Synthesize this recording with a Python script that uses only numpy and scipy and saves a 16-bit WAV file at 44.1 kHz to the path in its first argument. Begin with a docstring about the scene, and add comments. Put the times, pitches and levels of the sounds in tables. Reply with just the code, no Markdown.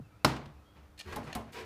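"""A low hum and quiet outdoor air are heard first, with soft rumbles of a ledge and faint, distant birds.
Then a crow strikes the window once with its beak, heard from the room inside: the impact gives a sharp
crack, the pane booms in its normal modes, the frame clatters and the room reverberates.
The bird scuffs and steps away along the metal ledge: friction excites the scuffs and scratches,
and each footfall sets the ledge ringing."""
import sys
import numpy as np
from scipy import signal
from scipy.fft import rfft, irfft
from scipy.io import wavfile
from scipy.ndimage import uniform_filter1d

SR = 44100
rng = np.random.default_rng(int(sys.argv[2]) if len(sys.argv) > 2 else 0)


def to_wav(s):
    """Save 16-bit WAV."""
    ch = np.atleast_2d(s).T  # columns
    pcm = np.round(np.clip(ch, -1, 1) * 32767)  # PCM
    wavfile.write(sys.argv[1], SR, pcm.astype(np.int16))


N = 72765
T = np.arange(N) / SR
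HZ = np.fft.rfftfreq(N, 1 / SR)

# Partials of the hum: (frequency [Hz], level [dB])
HUM_PARTIALS = [(68, -66), (99, -69), (200, -72), (300, -68.5), (500, -79.5)]
# Outdoor air: (frequency [Hz], relative density [dB])
AIR_SPECTRUM = [(20, -33), (45, -4), (70, 0), (150, -6), (250, -13.5), (400, -12), (1100, -16.5),
                (1300, -14.5), (1750, -21.5), (3200, -27.5), (4500, -29), (8000, -35.5), (15000, -37)]
# The ledge rumbling as the bird shifts its weight: (time [s], duration [s], level [dB], pitch [Hz])
LEDGE_RUMBLES = [(-.02, 0.065, -43.5, 138.5), (0.035, 0.089, -57, 94), (0.119, 0.098, -60.5, 106),
                 (0.424, 0.11, -48, 136.7), (0.501, 0.19, -55.5, 67.05), (0.758, 0.27, -55.5, 70.3),
                 (1.041, .16, -48, 85), (1.042, 0.16, -54, 201), (1.23, 0.13, -52.5, 155),
                 (1.526, 0.17, -55.5, 68.5)]
# Distant birds: (time [s], duration [s], starting pitch [Hz], glide [Hz/s], relative level [dB])
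BIRD_WHISTLES = [(.03, .06, 2720, -3600, -68), (.09, .12, 2350, -1000, -72), (.19, .05, 2520, 4500, -68),
                 (.1, .1, 1310, 0, -67), (.54, .09, 2550, -500, -72), (.635, .14, 3240, 700, -69),
                 (.6, .12, 1290, 150, -66)]
# Reverberation time of the room: (frequency [Hz], T60 [s])
ROOM_T60 = [(100, 0.52), (300, 0.51), (1000, 0.48), (3000, 0.43), (6000, 0.36), (12000, 0.22)]

# Normal modes of the window: (frequency [Hz], level [dB], T60 [s])
PANE_MODES = [(67.5, -36, 0.63), (133.6, -30.5, 0.53), (149, -35, 0.186), (160.2, -30.5, 0.31),
              (195, -26.5, 0.077), (222, -35, 0.54), (251.6, -31.5, 0.206), (286, -31.5, 0.24),
              (323, -31, 0.37), (443, -29.5, 0.1), (625, -19, 0.053), (726, -19.5, 0.021),
              (880, -20, 0.042), (980, -27, 0.057), (1069, -24.5, 0.057), (1231, -20, 0.045),
              (1415, -25, 0.06), (1555, -27, 0.038), (2180, -24, 0.024), (3080, -21, .025),
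              (4260, -21.5, 0.02), (4910, -29.5, 0.026), (5300, -25, 0.05), (8700, -43, 0.038),
              (9620, -29.5, 0.025), (11600, -46.5, 0.022)]
# Beak contact, frame clatter, and wall and room ringing on: (frequency [Hz], relative density [dB])
CLICK_SPECTRUM = [(25, -55), (60, -11), (200, 3), (700, -3.5), (1350, -3.5), (1800, -26.5), (4500, -15.5),
                  (7000, -31), (14000, -24)]
CLATTER_SPECTRUM = [(25, -50), (60, -14), (150, -12), (900, 0), (1400, 7), (1800, -7), (4500, -0.5),
                    (7000, -14), (11000, -15.5), (15000, -25)]
TAIL_SPECTRUM = [(59, -29), (100, -12), (324, -8), (383, -9.5), (524, -14), (942, -10), (1590, -18.5),
                 (2050, -20), (2470, -23), (4180, -25), (5960, -30.5), (8520, -34.5), (15000, -40)]
# Light touches as beak and claws shift: (time [s], level [dB])
TICK_EVENTS = [(.301, -47), (.364, -42.5), (0.458, -51.5), (1.107, -58), (1.125, -48), (1.231, -58)]
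# One such touch: (frequency [Hz], relative density [dB])
TICK_SPECTRUM = [(200, -14), (1500, 2), (4000, -3.5), (9000, -19), (15000, -26)]

# Feet and feathers rubbing: (time [s], duration [s], level [dB], tilt [dB/octave], relative ring [dB])
SCUFF_STROKES = [(0.751, 0.063, -60, -0.5, -39), (0.812, .07, -67, -0.5, -21),
                 (1.041, 0.18, -50.5, 0.5, -3.5), (1.12, 0.028, -41, 0.5, -13),
                 (1.2, 0.088, -57.5, -0.5, -2), (1.254, 0.091, -47, -0.5, -18.5),
                 (1.462, 0.071, -56, -2, -13), (1.519, 0.043, -54, 6.5, -9), (1.536, 0.11, -44.5, 1.5, -3)]
# Claws dragged on the metal: (time [s], duration [s], level [dB], tilt [dB/octave])
SCRATCH_STROKES = [(.976, 0.016, -54.5, 0), (0.989, .014, -46.5, 5), (.998, 0.0094, -43.5, 0.5),
                   (1.007, .012, -43.5, -1), (1.043, 0.17, -63.5, 17), (1.225, 0.064, -63.5, 6),
                   (1.327, 0.0082, -39.5, -1.5), (1.336, 0.013, -51, -4.5)]
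# Friction noise of each, before the tilt: (frequency [Hz], relative density [dB])
SCUFF_SPECTRUM = [(40, -13), (120, 5), (250, -2.5), (400, -0.5), (750, -3), (1000, -3), (1400, -5),
                  (2300, -6), (3000, -14), (4500, -18), (8000, -28), (15000, -38.5)]
SCRATCH_SPECTRUM = [(150, -22), (600, -0.5), (1100, -8), (2000, -3.5), (3000, 2), (5000, -2.5),
                    (7000, -5.5), (11000, -13), (15000, -23)]
# Resonances under a scuff and a scratch: (frequency [Hz], width [Hz], relative level [dB])
HOLLOW_RESONANCES = [(376, 70, -4.5), (437.6, 35, -2.5), (487, 38, -5), (969, 40, -10.5)]
SQUEAK_RESONANCES = [(1800, 240, -11), (2430, 130, -9), (2856, 150, -4.5), (3700, 120, -13.5),
                     (4280, 290, -3.5), (6630, 170, -14.5)]

# Steps on the ledge: (time [s], claw [dB], thud [dB], ring [dB], struck spot [Hz], spot level [dB])
FOOTFALLS = [(1.160, -39.5, -37, -42.5, 844.4, -33.5), (1.351, -36.5, -37.5, -40.5, 722, -36)]
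# Claw contact and thud of a step: (frequency [Hz], relative density [dB])
CLAW_SPECTRUM = [(300, -11), (1500, 0.5), (4000, 1), (6500, -6), (10000, -2.5), (15000, -8)]
THUD_SPECTRUM = [(25, -42), (60, -1), (120, -6), (230, 3.5), (330, -4.5), (600, -2), (850, -4), (1150, -9),
                 (1600, -14), (2400, -25), (6000, -37), (12000, -55)]
# Normal modes of the ledge: (frequency [Hz], relative level [dB], T60 [s])
LEDGE_MODES = [(62.8, -3.5, 0.36), (111.6, -4, 0.43), (221.7, 3.5, 0.404), (262, -2.5, 0.49),
               (408, -10.5, 0.35), (835, -7.5, 0.24), (1055, -2, 0.28), (2190, -13, 0.23)]

CONTACT_WET_DB, SCUFF_WET_DB = -10, -5  # reverberation relative to the direct sound


def amp(db):
    """Amplitude ratio of a level in decibels."""
    return 10 ** (np.asarray(db) / 20)


def unit(x):
    """Normalisation to rms 1."""
    return x / np.sqrt(np.mean(x ** 2) + 1e-20)


def curve_at(points, hz):
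    """Interpolation on a logarithmic frequency axis."""
    frequencies, values = np.transpose(points)
    return np.interp(np.log(hz + 1), np.log(frequencies), values)


def add(mix, time, sound):
    """Superposition of a sound on the mix, starting at a time in seconds."""
    start = round(time * SR)
    sound = sound[max(-start, 0):]
    part = mix[max(start, 0):][:len(sound)]
    part += sound[:len(part)]


def colour(x, spectrum, tilt_db=0):
    """Linear filtering by a spectrum tilted about 1 kHz, scaled to rms 1."""
    octaves = np.log2(np.maximum(HZ, 100) / 1000)
    gain = amp(curve_at(spectrum, HZ) + tilt_db * octaves)
    return unit(irfft(rfft(x) * gain, N))


def noise(spectrum):
    """Stationary Gaussian noise, filtered to a spectrum."""
    return colour(rng.standard_normal(N), spectrum)


def hum():
    """A low hum: steady partials superposed in random phase."""
    return sum(amp(db) * np.sin(2 * np.pi * (hz * T + rng.random())) for hz, db in HUM_PARTIALS)


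def outdoor_air(level_db=-63):
    """Broadband noise with its greatest density in the bass."""
    return amp(level_db) * noise(AIR_SPECTRUM)


def narrowband(hz, width_hz):
    """A randomly driven resonance: random phases under a Lorentzian peak."""
    phases = np.exp(2j * np.pi * rng.random(len(HZ)))
    detuning = 2 * (HZ - hz) / width_hz
    return unit(irfft(phases / (1 + detuning ** 2), N))


def waver(hz, width_hz):
    """Random frequency modulation: the pitch wanders at constant amplitude."""
    phase = np.angle(signal.hilbert(narrowband(hz, width_hz)))
    return np.sqrt(2) * np.cos(phase)


def swell(duration, peak_fraction=0.32):
    """Amplitude envelope of one stroke: a quarter-sine rise and a slower fall."""
    return np.sin(np.pi / 2 * np.interp(T / duration, [0, peak_fraction, 1], [0, 1, 0]))


def ledge_rumbles(relative_width=0.25):
    """Forced vibration: the ledge swells with low tones under the bird's shifting weight."""
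    out = np.zeros(N)
    for time, duration, db, hz in LEDGE_RUMBLES:
        add(out, time, amp(db) * swell(duration) * waver(hz, hz * relative_width))
    return out


def decay(t60, t=T):
    """Exponential damping: a fall of 60 dB in t60 seconds."""
    return np.exp(-np.log(1000) * t / t60)


def room_decay(x):
    """Frequency-dependent absorption: each band dies with its own reverberation time."""
    hz, t, bands = signal.stft(x, SR, nperseg=256)
    t60 = curve_at(ROOM_T60, hz)[:, None]
    return signal.istft(bands * decay(t60, t), SR, nperseg=256)[1][:N]


def with_room(x, wet_db):
    """Reverberation: the direct sound plus its convolution with a diffuse impulse response."""
    response = room_decay(rng.standard_normal(N))
    return x + amp(wet_db) * signal.fftconvolve(x, response / np.linalg.norm(response))[:N]


def distant_birds(gain_db=-6.5, width_hz=110):
    """Wavering whistles in linear frequency sweeps, blurred by reverberation."""
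    out = np.zeros(N)
    for time, duration, hz, hz_per_s, db in BIRD_WHISTLES:
        tone = signal.hilbert(waver(hz, width_hz))
        glide = np.exp(1j * np.pi * hz_per_s * T ** 2)
        add(out, time, amp(db) * swell(duration) * (tone * glide).real)
    return amp(gain_db) * with_room(out, wet_db=-4)


def click(spectrum):
    """A minimum-phase impulse of unit energy, concentrated at its onset."""
    log_gain = np.log(amp(curve_at(spectrum, abs(np.fft.fftfreq(N, 1 / SR)))))
    response = np.exp(np.conj(signal.hilbert(log_gain)))
    pulse = np.fft.ifft(response).real * (T < .05)
    return pulse / np.linalg.norm(pulse)


def ring(modes):
    """Free vibration in damped normal modes; neighbours start in opposite directions."""
    return sum((-1) ** k * amp(db) * decay(t60) * np.sin(2 * np.pi * hz * T)
               for k, (hz, db, t60) in enumerate(modes))


def burst(spectrum, t60):
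    """A damped transient: a dense cluster of impulses, whitened and then coloured."""
    cluster = rng.standard_normal(N) * decay(t60)
    bins = rfft(cluster)
    smoothed_power = uniform_filter1d(abs(bins) ** 2, size=600)
    whitened = irfft(bins / np.sqrt(smoothed_power), N)
    return np.std(cluster) * colour(whitened, spectrum)


def peck(time=0.247, tail_rise_s=0.0031):
    """Impulsive excitation: the beak clicks, the pane rings, the frame clatters, the room rings on."""
    contact = amp(3) * click(CLICK_SPECTRUM)
    clatter = amp(-15.5) * burst(CLATTER_SPECTRUM, t60=0.031)
    build_up = 1 - np.exp(-T / tail_rise_s)
    tail = amp(-28) * room_decay(noise(TAIL_SPECTRUM)) * build_up
    out = np.zeros(N)
    add(out, time, contact + ring(PANE_MODES) + clatter + tail)
    return out


def ticks():
    """Light impacts of beak or claw: brief contact gives a bright transient."""
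    out = np.zeros(N)
    for time, db in TICK_EVENTS:
        add(out, time, amp(db) * burst(TICK_SPECTRUM, t60=0.043))
    return with_room(out, CONTACT_WET_DB)


def friction(slips_per_s=2500, slip_share=0.45):
    """Stick-slip friction: tiny random slips over a smooth hiss."""
    slips = rng.standard_normal(N) * (rng.random(N) < slips_per_s / SR)
    return slip_share * unit(slips) + (1 - slip_share) * rng.standard_normal(N)


def resonances(table):
    """Resonances sustained by friction, each a narrow band of noise."""
    return sum(amp(db) * narrowband(hz, width_hz) for hz, width_hz, db in table)


def scuffing():
    """Sliding friction: claws squeak on the metal; feet and feathers excite duller, hollow resonances."""
    scratches, scuffs = np.zeros((2, N))
    for time, duration, db, tilt_db in SCRATCH_STROKES:
        scrape = colour(friction(), SCRATCH_SPECTRUM, tilt_db)
        squeak = amp(-1) * resonances(SQUEAK_RESONANCES)
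        add(scratches, time, amp(db) * swell(duration) * unit(scrape + squeak))
    for time, duration, db, tilt_db, hollow_db in SCUFF_STROKES:
        rub = colour(friction(), SCUFF_SPECTRUM, tilt_db)
        hollow = amp(hollow_db) * resonances(HOLLOW_RESONANCES)
        add(scuffs, time, amp(db) * swell(duration) * (rub + hollow))
    return with_room(scratches, CONTACT_WET_DB) + with_room(scuffs, SCUFF_WET_DB)


def steps(load_rise_s=0.007):
    """Impact excitation: the claws land first, then the weight sets the ledge's modes ringing."""
    claws, ledge = np.zeros((2, N))
    loading = np.minimum(T / load_rise_s, 1)
    for time, claw_db, thud_db, ring_db, spot_hz, spot_db in FOOTFALLS:
        add(claws, time, amp(claw_db) * burst(CLAW_SPECTRUM, t60=0.056))
        thud = amp(thud_db) * noise(THUD_SPECTRUM) * decay(t60=0.38)
        modes = amp(ring_db) * ring(LEDGE_MODES)
        struck_spot = ring([(spot_hz, spot_db, 0.14)])  # T60 of 0.14 s
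        add(ledge, time, (thud + modes + struck_spot) * loading)
    return with_room(claws, CONTACT_WET_DB) + ledge


def scene():
    """Linear superposition of the crow's sounds and the background in one channel."""
    crow = peck() + ticks() + steps() + scuffing() + ledge_rumbles()
    background = distant_birds() + hum() + outdoor_air()
    return (crow + background)[None]


def record(dry, cutoff_hz=15400):
    """Band limiting by a linear-phase low-pass filter."""
    low_pass = signal.firwin(255, cutoff_hz, window=("kaiser", 8), fs=SR)
    return signal.oaconvolve(dry, low_pass[None], "same")


dry = scene()
out = record(dry)
to_wav(out)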